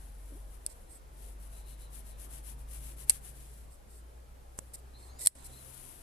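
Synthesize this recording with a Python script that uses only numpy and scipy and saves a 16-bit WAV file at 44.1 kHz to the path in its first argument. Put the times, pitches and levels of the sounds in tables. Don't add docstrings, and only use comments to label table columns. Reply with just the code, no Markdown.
import sys
import numpy as np
from scipy import signal
from scipy.fft import rfft, irfft
from scipy.io import wavfile
from scipy.ndimage import uniform_filter1d, minimum_filter1d

SR = 44100
rng = np.random.default_rng(int(sys.argv[2]) if len(sys.argv) > 2 else 0)


def unload_wav(signal):
    wavfile.write(
        sys.argv[1],
        SR,
        np.round(np.clip(np.atleast_2d(signal).T, -1, 1) * 32767).astype(np.int16),
    )


N = 265482
T = np.arange(N) / SR
HZ = np.fft.rfftfreq(N, 1 / SR)

# start_s, level_db, chatter_s, brightness_db_per_octave, side_db
BLADE_HITS = [(3.0958, -12, 0.00044, 1, 3), (3.0962, -2.5, 0.00083, 5.5, -3.5),
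              (3.0970, -6.5, 0.0011, 4, 0), (3.0979, -4.5, 0.0016, 2.5, -10.5),
              (3.1030, -18, 0.00034, -3, 4), (3.1038, -13.5, 0.00099, 0, -9.5),
              (5.1948, -31, 0.0006, 1, -7), (5.2568, -21, 0.0019, -1, -7), (5.2614, -3.5, 0.00012, 3.5, -4),
              (5.2709, -1.5, 0.00057, -2, -8), (5.2715, 7.5, 0.00038, 0.5, -3),
              (5.2720, 15.5, 0.00064, 1.5, -3.5), (5.2786, -5.5, 0.00064, 26, -21)]
# start_s, level_db, chatter_s, brightness_db_per_octave, side_db
LOCK_HITS = [(.6639, -12.5, 0.00037, 5.5, -11), (.6644, -26, 0.00089, 16, -4),
             (.6651, -22, 0.00023, -3, -1), (.6708, -33.5, .0006, 2, -17)]
# start_s, length_s, level_db, side_db
SLIDE_STROKES = [(0.684, 0.057, -63.5, -13), (0.873, 0.13, -66, -2), (3.092, 0.021, -44, -17),
                 (3.692, 0.077, -70.5, -6), (3.865, 0.17, -69.5, -3.5), (4.57, 0.032, -63.5, -2),
                 (4.73, 0.034, -53, -5.5), (4.754, 0.06, -72, -3), (4.952, 0.18, -70.5, -8),
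                 (5.183, 0.045, -54, -8), (5.203, 0.055, -48, -7), (5.247, 0.015, -45.5, -8),
                 (5.266, 0.012, -24.5, -11), (5.434, 0.048, -56.5, -3)]
# pitch_hz, level_db, fade_60db_s
OPEN_RING = [(2000, -6, 0.013), (2400, -14, 0.007), (3380, -13, 0.009), (4250, 3, 0.009), (4900, -6, 0.007),
             (5450, -10, .006), (7300, -15, 0.0084), (8190, -1, 0.0065), (9000, -10, 0.0062),
             (10380, -1, 0.005), (11300, -14, 0.0068), (14000, -8, .005)]
# pitch_hz, level_db, fade_60db_s
SHUT_RING = [(2250, -12, .009), (2550, -9, .009), (2855, -8, 0.008), (3750, -15, 0.007), (4450, 3.5, .009),
             (4950, 4.5, 0.009), (5600, -8, .007), (6150, -2.5, 0.006), (7450, 0, 0.007), (8420, 8.5, .008),
             (9170, 1, 0.007), (10970, 10, 0.011), (12000, -10, .005), (13800, -10, 0.005)]
# pitch_hz, level_db, fade_60db_s
LOCK_RING = [(4600, -6, .007), (5050, 2, 0.008), (5600, -3, 0.006), (8450, 2, 0.005), (9250, 5, 0.006),
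             (10060, 2, 0.005), (11200, -9, .005), (12600, -7, .004), (14100, -3, .005)]
# frequency_hz, gain_db
CRACK_SPECTRUM = [(100, -30), (850, -10.5), (1400, -29), (3000, -33), (6000, -14.5), (8000, -5),
                  (11000, -5), (14000, -13.5), (15000, -14), (16500, -38.5)]
# frequency_hz, gain_db
SCRAPE_SPECTRUM = [(200, -34.5), (1400, -20), (1750, -15), (2000, 0), (2250, -11.5), (2700, -18),
                   (3200, -16), (4000, -9), (5200, -3), (6200, -8.5), (7500, -0.5), (11000, -3.5),
                   (12400, 4), (14200, 10.5), (14800, -39)]
# start_s, length_s, pitch_hz, glide_hz, quaver_share, level_db
PIVOT_SQUEAKS = [(.888, .062, 8600, 150, .034, -74.5), (.938, .045, 8200, -200, .018, -76)]
# start_s, tick_db, thud_db, thud_fade_s, side_db
NAIL_SNAPS = [(4.5890, -13, -28.5, 0.001, -0.5), (4.5905, -20.5, -48, 0.0012, -15)]
# pitch_hz, level_db, fade_60db_s
TAB_RING = [(1000, -4, 0.0035), (2770, -16, 0.005), (6400, -1, 0.005), (7150, 1, 0.006), (7900, 1, 0.007),
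            (9400, -7, 0.007)]

# going_db, going_length_s, return_db, return_length_s
ARM_SWINGS = [(-65.5, 0.15, -63, 0.19), (-62.5, 0.14, -64.5, 0.13), (-58.5, 0.15, -62, 0.14),
              (-58, 0.13, -57, 0.17), (-57, 0.15, -67, 0.095), (-57.5, 0.18, -57, 0.21),
              (-57, 0.12, -53, 0.16), (-58.5, 0.15, -64, 0.18)]
# middle_s, length_s, level_db, side_db
ARM_MOVES = [(0, 0.46, -68, 3), (0.327, 0.52, -69, 2.5), (0.538, 0.13, -68, 5), (.73, 0.51, -71.5, 2),
             (1.248, 0.28, -63.5, 3), (3.504, 0.46, -65.5, -2), (4.628, 0.34, -74, 2.5),
             (5.45, 0.66, -67, -11), (5.794, 0.89, -60.5, 6.5)]
# frequency_hz, gain_db
NYLON_SPECTRUM = [(100, 0), (400, -3), (1500, 1.5), (3000, 2), (5000, -2), (7000, 1), (10000, -0.5),
                  (12500, 4.5), (14200, 10), (14700, -49.5)]

# start_s, level_db
BIRD_RASPS = [(1.515, -71), (1.635, -68), (1.78, -68.5), (2.05, -73.5)]
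# start_s, length_s, pitch_hz, glide_hz, level_db
BIRD_WHISTLES = [(4.932, .06, 4130, 300, -61), (5.013, .046, 4290, -110, -64),
                 (5.078, 0.046, 4180, 140, -65), (5.066, .09, 6510, 560, -73), (5.09, .055, 4570, 250, -74),
                 (5.141, 0.068, 4890, 150, -70), (5.14, .095, 6850, 60, -69.5),
                 (5.188, .034, 3740, -350, -62), (5.436, 0.057, 4130, -250, -69),
                 (5.512, 0.055, 4030, -280, -63.5), (5.553, .065, 4110, -450, -63)]
# from_s, to_s, note_level_db
FLOCK_SPELLS = [(1.5, 1.85, -77.5), (2.05, 2.2, -83), (4.92, 5.22, -75), (5.33, 5.6, -74.5)]
# time_s, level_db
ENGINE_LEVELS = [(0, -47.5), (.45, -46), (.8, -58), (1.05, -55), (1.26, -46), (2.2, -48), (2.82, -44),
                 (3.15, -51.5), (3.68, -50), (3.82, -62), (3.98, -50), (4.6, -56), (4.9, -51.5),
                 (5.22, -54), (5.6, -62)]
# time_s, level_db
IDLE_OCTAVE_LEVELS = [(0, -81.5), (2.1, -68), (3.35, -62), (3.8, -73.5), (5.1, -71), (5.45, -63),
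                      (6.02, -69)]
# time_s, pitch_hz, level_db
WHOOP_CURVE = [(.308, 343, -66), (.322, 288, -56.5), (.34, 264, -58.5), (.355, 298, -60), (.37, 392, -59),
               (.385, 430, -71)]
# time_s, level_db
TRAFFIC_LEVELS = [(0, -64.5), (1.4, -64.5), (2.1, -63), (3.1, -63), (3.9, -65.5), (4.6, -66), (5.2, -61),
                  (6.02, -64)]
# frequency_hz, gain_db
TRAFFIC_SPECTRUM = [(60, -1.5), (110, 5.5), (170, -1), (260, -1.5), (350, -2), (550, -0.5), (900, -4),
                    (1400, -9.5), (3000, -22), (7000, -30.5), (14000, -39)]
# frequency_hz, gain_db
RUMBLE_SPECTRUM = [(10, -17), (28, 11), (45, -7), (65, -5.5), (82, -3.5), (115, -18.5), (170, -28.5),
                   (400, -61.5), (2000, -89.5)]

# frequency_hz, likeness (-1 to 1)
MIC_LIKENESS = [(60, 0.69), (130, 0.47), (290, 0.75), (640, -0.23), (1400, -0.39), (3000, 0.61)]
# frequency_hz, gain_db
MIC_SPECTRA = ([(1000, 0), (5000, 4.5), (7000, 5), (8500, 11.5), (9500, 16), (10400, 19.5), (11200, 14.5),
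               (12200, 8), (14000, -4)], [(1000, 0), (5000, 3.5), (7000, 5.5), (7700, 12), (8350, 13),
               (9200, 8), (10400, 1), (12000, -9), (14000, -16)])


def knife(rub_ring_db=-9, lock_crack_db=-22, shut_from_s=3.05, shut_until_s=5.15):
    blade, lock = impacts(BLADE_HITS), impacts(LOCK_HITS)
    rub = sliding() + buzz(blade + lock)
    force = blade + amp(rub_ring_db) * rub
    folded = (T > shut_from_s) & (T < shut_until_s)
    paths = [(force * folded, ringing(SHUT_RING)),
             (force * ~folded, ringing(OPEN_RING)),
             (lock, ringing(LOCK_RING)),
             (blade + amp(lock_crack_db) * lock, tone_filter(CRACK_SPECTRUM)),
             (rub, tone_filter(SCRAPE_SPECTRUM))]
    return sum(signal.oaconvolve(drive, body[None])[:, :N] for drive, body in paths)


def impacts(rows):
    force = np.zeros((2, N))
    for start_s, db, chatter_s, brightness, side_db in rows:
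        hardness = tone_filter([(500, -4 * brightness), (8000, 0), (16000, 0)])
        add(force, start_s, amp(db) * pan(side_db) * signal.fftconvolve(hit(chatter_s), hardness[None]))
    return force


def hit(chatter_s, apart_rad=0.82, size=1024):
    left, own = rng.standard_normal((2, size))
    right = np.cos(apart_rad) * left + np.sin(apart_rad) * own
    return np.array([chatter(left, chatter_s), chatter(right, chatter_s)])


def chatter(burst, fade_s):
    fade = np.exp(-np.arange(len(burst)) / SR / max(fade_s, 1 / SR))
    burst = burst * fade ** .75
    for _ in range(5):
        spectrum = rfft(burst * fade ** .25)
        burst = irfft(spectrum / (abs(spectrum) + 1e-12))
    burst = burst * fade ** .25
    return burst / np.linalg.norm(burst)


def ringing(notes, size=4096):
    t = np.arange(size) / SR
    return sum(amp(db - 60 * t / fade_s) * 2 * np.log(1000) / (fade_s * SR) * np.cos(2 * np.pi * hz * t)
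               for hz, db, fade_s in notes)


def sliding():
    force, rub = np.zeros((2, N)), friction(grain_db=1.5)
    for start_s, length_s, db, side_db in SLIDE_STROKES:
        grains = rub[:, round(start_s * SR):][:, :round(length_s * SR)]
        stroke = unit(grains * signal.windows.tukey(grains.shape[1], .7))
        add(force, start_s, amp(db) * pan(side_db) * stroke)
    return force


def friction(grain_db):
    return unit(rng.standard_normal((2, N)) * amp(grain_db * wander(690)))


def buzz(force, level_db=-22, fade_s=0.0044):
    fade = np.exp(-np.arange(SR // 10) / SR / fade_s)
    power = abs(signal.oaconvolve(force ** 2, fade[None] / fade.sum())[:, :N])
    return amp(level_db) * np.sqrt(power) * rng.standard_normal((2, N))


def pivot(side_db=-14):
    out = np.zeros((2, N))
    for start_s, length_s, pitch_hz, glide_hz, quaver, db in PIVOT_SQUEAKS:
        add(out, start_s, amp(db) * pan(side_db) * chirp(length_s, pitch_hz, glide_hz, quaver))
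    return out


def fingertip(chatter_s=0.0003, give_s=.00009):
    out, t = np.zeros((2, N)), np.arange(SR // 20) / SR
    for start_s, tick_db, thud_db, fade_s, side_db in NAIL_SNAPS:
        tick = signal.fftconvolve(hit(chatter_s), ringing(TAB_RING)[None])
        thud = (1 - np.exp(-t / give_s)) * (1 - t / fade_s / 2) * np.exp(-t / fade_s)
        add(out, start_s, amp(tick_db) * pan(side_db) * tick)
        add(out, start_s, -amp(thud_db) * pan(0) * thud)
    return out


def sleeve(first_swing_s=1.443, period_s=.2612, return_after_s=.12, resting_db=-81.5):
    power = amp(resting_db) ** 2 + sum(swish(*move) for move in ARM_MOVES)
    for k, (going_db, going_s, return_db, return_s) in enumerate(ARM_SWINGS):
        middle_s = first_swing_s + k * period_s
        power += swish(middle_s, going_s, going_db, side_db=4)
        power += swish(middle_s + return_after_s, return_s, return_db, side_db=1.5)
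    weave = friction(grain_db=1.5) * amp(.8 * wander(45))
    rustle = unit(irfft(rfft(weave) * amp(value_at(NYLON_SPECTRUM, HZ)), N))
    return np.sqrt(power) * rustle


def swish(middle_s, length_s, db, side_db, growth=1.62):
    start_s = middle_s - length_s / 2
    speed = abs(np.sin(np.pi * np.clip((T - start_s) / length_s, 0, 1)))
    return (amp(db) * pan(side_db) * speed ** growth) ** 2


def birds(level_db=-7.5, notes_per_spell=12, rasp_voices_hz=(3990, 2950)):
    out = np.zeros((2, N))
    for from_s, to_s, db in FLOCK_SPELLS:
        for when, pitch, glide, side in rng.uniform(-1.1, 1, (notes_per_spell, 4)):
            note = chirp(length_s=.05, pitch_hz=4000 + 300 * pitch, glide_hz=300 * glide, quaver=.04)
            add(out, from_s + (to_s - from_s) * (when + 1) / 2, amp(db) * pan(2 * side) * note)
    for start_s, db in BIRD_RASPS:
        upper, lower = (chirp(.13, hz, glide_hz=120, quaver=.04) for hz in rasp_voices_hz)
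        add(out, start_s, amp(db) * pan(0) * (upper + amp(-7) * lower))
    for start_s, length_s, pitch_hz, glide_hz, db in BIRD_WHISTLES:
        add(out, start_s, amp(db) * pan(0) * chirp(length_s, pitch_hz, glide_hz, quaver=.011))
    return amp(level_db) * with_echoes(out, fade_s=.25, echo_db=-5)


def chirp(length_s, pitch_hz, glide_hz, quaver, arch_hz=90):
    progress = np.linspace(0, 1, round(length_s * SR))
    arch = np.sin(np.pi * progress)
    flutter = unit(uniform_filter1d(rng.standard_normal(len(progress)), size=50))
    hz = (pitch_hz + glide_hz * (progress - .5) + arch_hz * (arch - 1)) * (1 + quaver * flutter)
    return unit(arch * np.sin(2 * np.pi * np.cumsum(hz) / SR))


def far_engine(start_hz=47.6, rise_hz_per_s=1.35, curve_hz_per_s2=.25, unsteady_hz=0.17):
    firing_hz = start_hz + rise_hz_per_s * T + curve_hz_per_s2 * T ** 2 + unsteady_hz * wander(3.1)
    return tone(firing_hz, follow(ENGINE_LEVELS)[0], overtones=[(2, -30.5), (3, -33), (4, -38), (5, -36)])


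def idling_motor(start_hz=67.35, sag_hz_per_s=.55, base_db=-63.5, flutter_db=3):
    hz = start_hz - sag_hz_per_s * T
    flutter = flutter_db * wander(6.4)
    octave = tone(2 * hz, follow(IDLE_OCTAVE_LEVELS)[0] + flutter, overtones=[(2, -12)])
    return tone(hz, base_db + flutter) + octave


def whoop(roughness=0.52):
    sounding = (T > WHOOP_CURVE[0][0]) & (T < WHOOP_CURVE[-1][0])
    return tone(*follow(WHOOP_CURVE), overtones=[(2, -11)]) * sounding * (1 + roughness * wander(120))


def traffic(boost_db=4, swell_db=0.2, patch_db=2, rumble_db=-58):
    slices = signal.stft(all_around(TRAFFIC_SPECTRUM), nperseg=2048)[2]
    patches = uniform_filter1d(rng.standard_normal(slices.shape[1:]), size=4, axis=0)
    patches = unit(uniform_filter1d(patches, size=5, axis=1))
    wash = unit(signal.istft(slices * amp(patch_db * patches), nperseg=2048)[1][:, :N])
    swell = amp(follow(TRAFFIC_LEVELS)[0] + boost_db + swell_db * wander(3.3))
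    return pan(0.36) * (swell * wash + amp(rumble_db) * all_around(RUMBLE_SPECTRUM))


def all_around(spectrum):
    left, own = rfft(rng.standard_normal((2, N)))
    likeness = np.clip(value_at(MIC_LIKENESS, HZ), -1, 1)
    right = likeness * left + np.sqrt(1 - likeness ** 2) * own
    return unit(irfft(np.array([left, right]) * amp(value_at(spectrum, HZ)), N))


def with_echoes(sound, fade_s, echo_db):
    t = np.arange(SR // 2) / SR
    echoes = rng.standard_normal((2, len(t))) * (rng.random((2, len(t))) < .03) * amp(-60 * t / fade_s)
    echoes /= np.linalg.norm(echoes[0])
    return sound + amp(echo_db) * signal.oaconvolve(sound, echoes, axes=1)[:, :N]


def tone(hz, db, overtones=()):
    phase = 2 * np.pi * np.cumsum(hz) / SR
    upper = sum(amp(k_db) * np.sin(k * phase) for k, k_db in overtones)
    return np.sqrt(2) * amp(db) * (np.sin(phase) + upper)


def tone_filter(spectrum, size=2048):
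    log_gain = np.log(amp(value_at(spectrum, abs(np.fft.fftfreq(size, 1 / SR)))))
    return np.fft.ifft(np.exp(np.conj(signal.hilbert(log_gain)))).real[:size // 2]


def wander(rate_hz):
    return unit(irfft(rfft(rng.standard_normal(N)) / (1 + (HZ / rate_hz) ** 4), N))


def amp(db):
    return 10 ** (np.asarray(db) / 20)


def unit(x):
    return x / np.sqrt(np.mean(x ** 2) + 1e-20)


def value_at(points, hz):
    known_hz, values = np.transpose(points)
    return np.interp(np.log(hz + 1), np.log(known_hz + 1), values)


def follow(rows):
    times, *columns = np.transpose(rows)
    return [np.interp(T, times, column) for column in columns]


def pan(side_db):
    return amp([[side_db / 2], [-side_db / 2]])


def add(mix, start_s, sound):
    part = mix[:, round(start_s * SR):][:, :sound.shape[1]]
    part += sound[:, :part.shape[1]]


def scene():
    near = with_echoes(knife(), fade_s=0.6, echo_db=-39) + pivot() + fingertip() + sleeve()
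    far = traffic() + pan(1) * (far_engine() + idling_motor() + whoop())
    return near + far + birds()


def limiter(sound, ceiling=0.86, ahead_s=0.0058, hold_s=0.079):
    needed = np.minimum(1, ceiling / (abs(sound).max(0) + 1e-9))
    span = round((ahead_s + hold_s) * SR)
    held = minimum_filter1d(needed, span, origin=(span - 1) // 2 - round(ahead_s * SR))
    return sound * uniform_filter1d(held, size=130)


def record(dry, hiss_db=-70, hiss_top_hz=14400, top_hz=16600):
    heard = np.array([signal.oaconvolve(channel, tone_filter(mic))[:N]
                      for channel, mic in zip(dry, MIC_SPECTRA)])
    hiss = unit(irfft(rfft(rng.standard_normal((2, N))) * (HZ < hiss_top_hz), N))
    limited = limiter(heard + amp(hiss_db) * hiss)
    treble_cut = signal.firwin(511, top_hz, window=("kaiser", 9), fs=SR)
    return signal.oaconvolve(limited, treble_cut[None], "same")


dry = scene()
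out = record(dry)
unload_wav(out)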